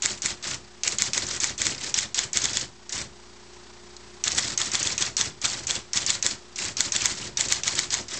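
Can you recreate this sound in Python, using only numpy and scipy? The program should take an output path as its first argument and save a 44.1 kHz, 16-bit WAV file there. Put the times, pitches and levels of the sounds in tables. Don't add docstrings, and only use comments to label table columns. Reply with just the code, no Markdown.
import sys
import numpy as np
from scipy import signal
from scipy.fft import rfft, irfft, next_fast_len
from scipy.io import wavfile
from scipy.ndimage import uniform_filter1d

SR = 44100
rng = np.random.default_rng(int(sys.argv[2]) if len(sys.argv) > 2 else 0)


def boost_factor(decibels):
    exponent = np.asarray(decibels, float) / 20
    return 10 ** exponent


def put_to_file(sound):
    columns = np.atleast_2d(sound).T
    safe = np.clip(columns, -1, 1)
    whole_steps = np.round(safe * 32767)
    wavfile.write(sys.argv[1], SR, whole_steps.astype(np.int16))


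N = 361179

# [start_s, ping_db, ping_hz,
# click_db]
LATCH_TRIPS = [(0.0222, -12.1, 6570, -17.0), (0.2203, -15.7, 6370, -25.7), (0.4268, -27.7, 5820, -33.5),
               (0.8348, -11.1, 5760, -15.6), (0.9852, -10.5, 6500, -18.4), (1.1336, -11.4, 5760, -14.7),
               (1.267, -19.9, 6430, -27.7), (1.4025, -12.2, 6670, -20.4), (1.5796, -20.8, 6360, -26.5),
               (1.7487, -24.4, 5140, -25.5), (1.7804, -25.3, 5370, -33.9), (1.9422, -8.7, 6100, -11.9),
               (2.1451, -13.8, 6200, -17.5), (2.3314, -14.7, 7280, -25.9), (2.4188, -16.2, 6090, -21.8),
               (2.5324, -18.1, 6410, -26.7), (2.8938, -24.0, 6050, -33.5),
               (4.2394, -9.9, 6290, -16.0), (4.318, -16, 5950, -19), (4.3495, -18, 7000, -30),
               (4.5765, -10.0, 6390, -19.8), (4.7175, -15.7, 5920, -22.1), (4.8295, -10.9, 6290, -22.8),
               (4.9792, -13.1, 6420, -15.7), (5.1681, -7.8, 5840, -18.9), (5.4161, -21.2, 6470, -31.2),
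               (5.6699, -14.6, 6930, -22.4), (5.9331, -12.1, 6170, -20.1), (6.0637, -11.5, 6520, -20.9),
               (6.2264, -9.5, 6220, -16.7), (6.5598, -21.3, 6210, -29.7), (6.7692, -16.3, 6060, -21.6),
               (6.9213, -11.5, 6320, -18.8), (7.0188, -13.5, 6340, -17.8), (7.174, -24.9, 5520, -28.4),
               (7.3724, -10.3, 5960, -22.8), (7.4852, -18.1, 7090, -20.7), (7.635, -14.9, 6170, -15.9),
               (7.7529, -17.2, 7360, -20.9), (7.905, -16.5, 5790, -23.6), (8.0832, -26.8, 6020, -33.0)]
# [start_s, peak_db, swing_db, rattle_s]
TYPE_STRIKES = [(0.0592, -3.8, -9, .053), (0.2598, -6.2, -10.5, .042), (0.8788, -4.7, -10.5, .045),
                (1.0215, -1.1, -12, .046), (1.1785, -5, -10.5, .053), (1.4429, -4.9, -10, .047),
                (1.6183, -4.7, -11, .027), (1.6678, -4.7, -9.5, .043), (1.9885, -5.9, -10.5, .042),
                (2.1908, -4.7, -8.5, .043), (2.3724, -1.2, -9, .037), (2.4555, -4.7, -9.5, .042),
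                (2.5714, -5.2, -12, .042),
                (4.2797, -4.7, -9.5, .038), (4.3859, -4.9, -6, .05), (4.6162, -7.9, -9, .06),
                 (4.7537, -5.5, -8, .065), (4.8728, -9.0, -10, .05), (5.0241, -5.9, -6.5, .047),
                 (5.2122, -4.8, -7.5, .043), (5.4557, -7.0, -7, .076), (5.709, -6.3, -11, .054),
                 (5.974, -4.6, -7.5, .049), (6.1039, -2.5, -8.5, .046), (6.2646, -0.9, -11.5, .049),
                 (6.8067, -0.9, -12, .055), (6.9637, -5, -10, .05), (7.0575, 0.3, -9, .068),
                 (7.4099, -4.1, -8, .041), (7.5239, -0.6, -9, .044), (7.6793, -4.4, -8, .047),
                 (7.7913, -1.6, -11.5, .04), (7.9417, -5.2, -7, .044)]
# [start_s, level_db (rms), length_s]
SPACES = [
    (0.428, -28.5, 0.11),
    (1.271, -28.5, .09),
    (1.798, -30.5, 0.096),
    (2.915, -29, .095),
    (4.435, -28.5, 0.09),
    (5.525, -32.5, 0.067),
    (6.573, -28, 0.11),
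    (7.169, -33, 0.1005),
    (8.098, -31.5, .1),
]
# [share of its length, level_db over the space]
SPACE_CAMS = [
    (.04, 15.5),
    (.33, 15),
    (.62, 14.5),
    (.9, 12.5),
]
# [start_s, peak_db, length_s]
SETTLES = [
    (0.168, -26, .012),
    (1.745, -24, 0.0079),
    (2.68, -45, .01),
    (3.035, -25.5, 0.014),
    (3.526, -38, .018),
    (5.62, -23, 0.018),
    (6.705, -29, .016),
    (7.15, -25, 0.022),
    (7.211, -27, 0.008),
    (7.276, -35, 0.017),
]
# [frequency_hz, density_db (per Hz)]
METALWORK = [(200, -10), (340, -19), (800, -7), (1400, -5), (2100, 0.5), (2700, -8.5), (3400, -3),
             (5000, 1.5), (6600, -1), (7600, 2), (9000, 6.5)]
# [frequency_hz, level_db, t60_s]
SLUG_MODES = [(1410, -18, 0.01), (2607, -17.5, 0.0034), (4296, -8.5, 0.011), (5463, -3.5, 0.006),
              (6336, 3, 0.0044), (6880, 6, 0.0046), (7535, 7, 0.0036)]
# [frequency_hz, width_hz, level_db]
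CASE_MODES = [(207, 24, 0.5), (303, 55, -0.5), (370, 40, 1), (560, 120, -5.5)]
# [frequency_hz, width_hz, level_db]
DESK_MODES = [(46.8, 14, -10), (116, 54, -4.5)]
# [delay_s from the strike, thud_db, case_db (rms), length_s]
JOLTS = [
    (-.022, -38.5, -41.5, 0.0094),
    (.045, -37.5, -43.5, 0.016),
]
DESK_LAGS = [0.00735, 0.01617]
# [frequency_hz, level_db (rms)]
HUM = [(60, -59), (120, -66), (178.6, -74), (206.6, -62), (240, -66.5), (357.2, -56), (387, -66),
       (413.1, -64), (610.5, -74), (714.2, -71), (774, -73), (833.5, -74)]
# [frequency_hz, level_db (rms)]
WHINE = [(7822, -80), (7854, -73), (7881, -74.5), (7913, -88), (8118, -68), (8150, -83.5), (8177, -92)]
# [frequency_hz, width_hz, level_db (rms)]
BEARINGS = [(980, 90, -68), (3490, 80, -71.5), (4710, 35, -67.5), (5200, 120, -71), (5670, 140, -71)]
# [frequency_hz, density_db (per Hz)]
AIR_SPECTRUM = [(45, -22), (85, -17.5), (180, -17), (330, -16), (560, -20.5), (900, -16), (3000, -21.5),
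                (4800, -19.5), (9000, -24)]
# [time_s, motor_db]
MOTOR_GAIN = [(0, -1), (.7, -1), (2.75, -3), (3.2, -1), (3.7, 0), (4.2, 1), (4.4, -1), (8.19, -1)]
# [start_s, peak_db, pitch_hz]
LONE_TICK = (3.9656, -30, 5200)
# [frequency_hz, gain_db]
TOP_CUT = [(7300, 0), (8000, -5), (8500, -16), (8940, -29), (9040, -85)]

TRIPS = LATCH_TRIPS
STRIKES = np.transpose(TYPE_STRIKES)


def rms_one(x):
    return x / np.sqrt(np.mean(x ** 2) + 1e-20)


def at_hz(points, hz):
    table_hz, table_db = np.array(points).T[:2]
    return np.interp(np.log(hz), np.log(table_hz), table_db)


def drift(rate):
    r = np.exp(-40 * np.pi * rate / SR)
    slow = signal.lfilter([1], [1, -2 * r, r * r], rng.standard_normal(N // 20 + 2002))[2000:]
    return np.interp(np.arange(N) / 20, np.arange(len(slow)), rms_one(slow))


def resonate(x, hz, width_hz):
    r = np.exp(-np.pi * width_hz / SR)
    zeros = np.array([1, 0, -1]) * (1 - r * r) / 2
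    poles = [1, -2 * r * np.cos(2 * np.pi * hz / SR), r * r]
    return signal.lfilter(zeros, poles, x + 1e-18)


def shaped(x, spectrum):
    size = next_fast_len(N)
    hz = np.arange(1, size // 2 + 2) * SR / size
    return irfft(rfft(x, size) * boost_factor(at_hz(spectrum, hz)), size)[..., :N]


def add(out, s, sound):
    i = round(s * SR)
    out[i:i + len(sound)] += sound[:max(N - i, 0)]


def blow(modes_hz, modes_db, t60, contact_s):
    t = np.arange(2600)[:, None] / SR
    decay = boost_factor(modes_db - 60 * t / t60)
    rings = decay * np.sin(2 * np.pi * modes_hz * t) * (1 - np.exp(-t / contact_s))
    sound = rings.sum(axis=1)
    return sound / np.abs(sound).max()


def motion(s, db, lasts_s, rise_s, fall_db_per_s):
    out = np.zeros(N)
    t = np.arange(9000) / SR
    for start, level, length in zip(s, db, lasts_s):
        shape = boost_factor(level - fall_db_per_s * np.maximum(t - length, 0)) * (1 - np.exp(-t / rise_s))
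        add(out, start, shape ** 2)
    return out


def boom(modes, db):
    push, sound = rng.standard_normal(N), np.zeros(N)
    for k, (hz, width_hz, level_db) in enumerate(modes):
        sound += (-1) ** k * boost_factor(level_db) * resonate(push, hz, width_hz)
    return boost_factor(db) * sound / np.sqrt(uniform_filter1d(sound ** 2, size=2200))


def motor():
    t = np.arange(N) / SR
    shaft_hz = 29.77
    wander_s = np.cumsum(1 + .0006 * drift(2)) / SR
    sound = np.zeros(N)
    for hz, db in HUM:
        level = np.sqrt(2) * boost_factor(db + .8 * drift(4))
        sound += level * np.sin(2 * np.pi * (hz * wander_s + rng.random()))
    for hz, db in WHINE:
        sound += np.sqrt(2) * boost_factor(db + 4.5) * np.sin(2 * np.pi * (hz * t + rng.random()))
    throb = boost_factor(6.9 * np.sin(2 * np.pi * shaft_hz * wander_s) + 2.0 * drift(27))
    grit = rng.standard_normal(N) * throb
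    for hz, width_hz, db in BEARINGS:
        sound += boost_factor(db) * rms_one(resonate(grit, hz, width_hz))
    sound += boost_factor(-48) * rms_one(shaped(rng.standard_normal(N) * throb ** 0.24, AIR_SPECTRUM))
    gain_s, gain_db = np.transpose(MOTOR_GAIN)
    return sound * boost_factor(np.interp(t, gain_s, gain_db))


def latches():
    out, luck = np.zeros(N), rng.standard_normal((len(TRIPS), 3, 7))
    spread = np.linspace(-1, 1, 7)
    levels = -13 * spread ** 2
    for (s, ping_db, hz, click_db), (shift, strength, again) in zip(TRIPS, luck):
        bright = hz * (1 + .24 * spread + .015 * shift)
        low = 3700 * (1 + .27 * spread + .02 * shift)
        ping = blow(bright, levels + 2 * strength, t60=.011, contact_s=.00015)
        second_ping = blow(bright, levels + 3 * again, t60=.013, contact_s=.0002)
        click = blow(low, 2 * again, t60=.014, contact_s=.0002)
        add(out, s - .0003, boost_factor(ping_db + 3) * ping)
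        add(out, s + .0011, boost_factor(ping_db - 3) * second_ping)
        add(out, s - .0003, boost_factor(click_db - 1) * click)
    return out


def linkage_power():
    trip_s, ping_db = np.transpose(TRIPS)[:2]
    s, _, swing_db, rattle_s = STRIKES
    space_s, space_db, space_lasts = np.transpose(SPACES)
    same = np.ones(len(s))
    throws_bar = np.abs(s[:, None] - trip_s - .04).min(axis=0) < .01
    whirr_db = -27.5 + 0.39 * (ping_db + 11)
    power = motion(trip_s, whirr_db, 0.022 * throws_bar, rise_s=0.00067, fall_db_per_s=603.5)
    power += motion(s, -29.5 * same, rattle_s, rise_s=0.012, fall_db_per_s=325.0)
    power += motion(space_s, space_db - 5, space_lasts, rise_s=0.01, fall_db_per_s=350.5)
    swing = (s - 0.022, swing_db, 0.018 * same)
    landing = (s + 0.037, -16 * same, 0.0086 * same)
    bursts = [swing, landing, np.transpose(SETTLES)]
    for share, db in SPACE_CAMS:
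        bursts.append((space_s + share * space_lasts, space_db + db, 0.13 * space_lasts))
    for start, db, lasts_s in bursts:
        power += motion(start, db - 12, lasts_s, rise_s=0.0081, fall_db_per_s=803.5)
    dip = np.zeros(N)
    for start in s:
        add(dip, start - .003, np.hanning(265))
    return power * boost_factor(-24 * dip)


def linkage(power):
    sizes = boost_factor(2.7 * np.minimum(rng.exponential(1, N), 4)) * rng.choice([-1, 1], N)
    contacts_per_s = 16000 * boost_factor(2.2 * drift(110))
    contacts = rms_one(sizes * (rng.random(N) < contacts_per_s / SR))
    dealt, out, total = rng.integers(0, 26, N), np.zeros(N), 0
    for k, hz in enumerate(np.geomspace(300, 8600, 26)):
        level = boost_factor(at_hz(METALWORK, hz) + 2.0 * drift(36))
        ring = level * resonate(contacts * (dealt == k), hz, 0.19 * hz)
        inertia = np.exp(-(hz / 1000) ** 1.28 / (0.012 * SR))
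        out += ring * np.sqrt(signal.lfilter([1 - inertia], [1, -inertia], power + 1e-18))
        total += np.mean(ring ** 2)
    return out / np.sqrt(total)


def ticks(power):
    out, luck = np.zeros(N), rng.random((1500, 6))
    times = np.cumsum(-np.log(1 - luck[:, 0])) / 140
    for s, (_, size, pitch, *shift) in zip(times[times < N / SR - .01], luck):
        modes = 2400 * 3.0 ** pitch * (0.88 + 0.37 * np.array(shift))
        level = np.sqrt(power[int(s * SR)]) * boost_factor(6 - 16 * size)
        add(out, s, level * blow(modes, 0, t60=0.03, contact_s=0.00011))
    rest_db = np.array([0., -6, -4])
    for s, (late, db, *shift) in zip(STRIKES[0], rng.standard_normal((len(STRIKES[0]), 5))):
        modes = 4220 * np.array([1, 1.25, 1.7]) * (1 + 0.026 * np.array(shift))
        ping = blow(modes, rest_db, t60=0.017, contact_s=.0003)
        add(out, s + .043 + .002 * late, boost_factor(-23 + 1.4 * db) * ping)
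    s, db, hz = LONE_TICK
    modes = hz * np.array([.8, .9, 1, 1.15, 1.3, 1.45])
    add(out, s, boost_factor(db) * blow(modes, 0, t60=.02, contact_s=.0002))
    return out


def frame():
    s, (space_s, _, space_lasts) = STRIKES[0], np.transpose(SPACES)
    letters = len(s)
    luck, thuds = rng.standard_normal((letters + len(space_s), 3)), np.zeros(N)
    case = motion(space_s + 0.0089, -47 + 0 * space_s, space_lasts, rise_s=0.0084, fall_db_per_s=257)
    desk_s, desk_db = np.append(s - .02, space_s + 0.026), -49 + 2.1 * luck[:, 2]
    desk = motion(desk_s, desk_db, 0.11 + 0 * desk_s, rise_s=0.005, fall_db_per_s=120.5)
    knocks = list(zip(space_s + 0.091, -41.5 + 1.9 * luck[letters:, 0]))
    for k, (after_s, thud_db, case_db, lasts_s) in enumerate(JOLTS):
        chance = luck[:letters, k]
        case += motion(s + after_s, case_db + 1.9 * chance, lasts_s + 0 * s, rise_s=0.0041, fall_db_per_s=306)
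        knocks += zip(s + after_s + DESK_LAGS[k], thud_db + 1.3 * chance)
    thud_hz, modes_db = np.array([85., 118, 205]), np.array([-4., 0, -5])
    for start, db in knocks:
        add(thuds, start, boost_factor(db) * blow(thud_hz, modes_db, t60=0.07, contact_s=0.0037))
    desk_boom = boom(DESK_MODES, 10 * np.log10(desk + 1e-9))
    return thuds + desk_boom + boom(CASE_MODES, 10 * np.log10(case + 1e-9))


def type_slaps():
    times, peaks_db = STRIKES[:2]
    out, luck = np.zeros(N), rng.standard_normal((len(times), 3, len(SLUG_MODES)))
    off_middle = np.arange(len(times)) - 17.5
    knocks_db = -17 - 11.5 * np.exp(-(off_middle / 7.0) ** 2) + 0.3 * (peaks_db + 3.5)
    clanks_db = -14.7 - .015 * np.abs(off_middle) ** 2.5
    knock_hz, clank_hz = 2100 * np.array([.95, 1.05]), 3450 * np.array([.98, 1.02])
    hz, level_db, t60 = np.transpose(SLUG_MODES)
    for s, db, knock_db, clank_db, (shift, strength, bounce) in zip(times, peaks_db, knocks_db, clanks_db, luck):
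        modes = hz * (1 + .015 * shift)
        crack = -blow(modes, level_db + 2.2 * strength, t60, contact_s=.0002)
        knock = boost_factor(knock_db - 0.14) * blow(knock_hz, 0, .024, contact_s=0.000092)
        clank = boost_factor(clank_db + 0.6) * blow(clank_hz, 0, .018, contact_s=0.00016)
        top = np.abs(crack).argmax()
        crack *= boost_factor(db + 1.1) - np.sign(crack[top]) * (knock[top] + clank[top])
        add(out, s - top / SR, crack + knock + clank)
        slap_back = blow(modes, level_db + 3 * bounce, t60, contact_s=.0003)
        add(out, s + .0013, boost_factor(db - 9) * slap_back)
        rebound = blow(modes, 2 * level_db, 1.6 * t60, contact_s=.0005)
        add(out, s + .0066 + .0003 * bounce[0], boost_factor(db - 13 + 1.5 * bounce[1]) * rebound)
    return out


def workshop(x):
    t = np.arange(SR // 2) / SR
    t60_s, level_db = 0.24, -13.5
    tail = rng.standard_normal(len(t)) * boost_factor(-60 * t / t60_s) * (t > .004)
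    return boost_factor(level_db) * signal.fftconvolve(x, tail / np.sqrt(np.sum(tail ** 2)))[:N]


def scene():
    power = linkage_power()
    typing = latches() + linkage(power) + ticks(power) + type_slaps()
    return (motor() + typing + frame() + workshop(typing))[None]


def low_pass(x):
    return signal.sosfilt(signal.butter(12, 15870, fs=SR, output="sos"), x)


def record(dry):
    offset, overload = -.0024, .70
    clipped = np.clip(shaped(dry, TOP_CUT) + offset, -overload, overload)
    return low_pass(clipped)


dry = scene()
out = record(dry)
put_to_file(out)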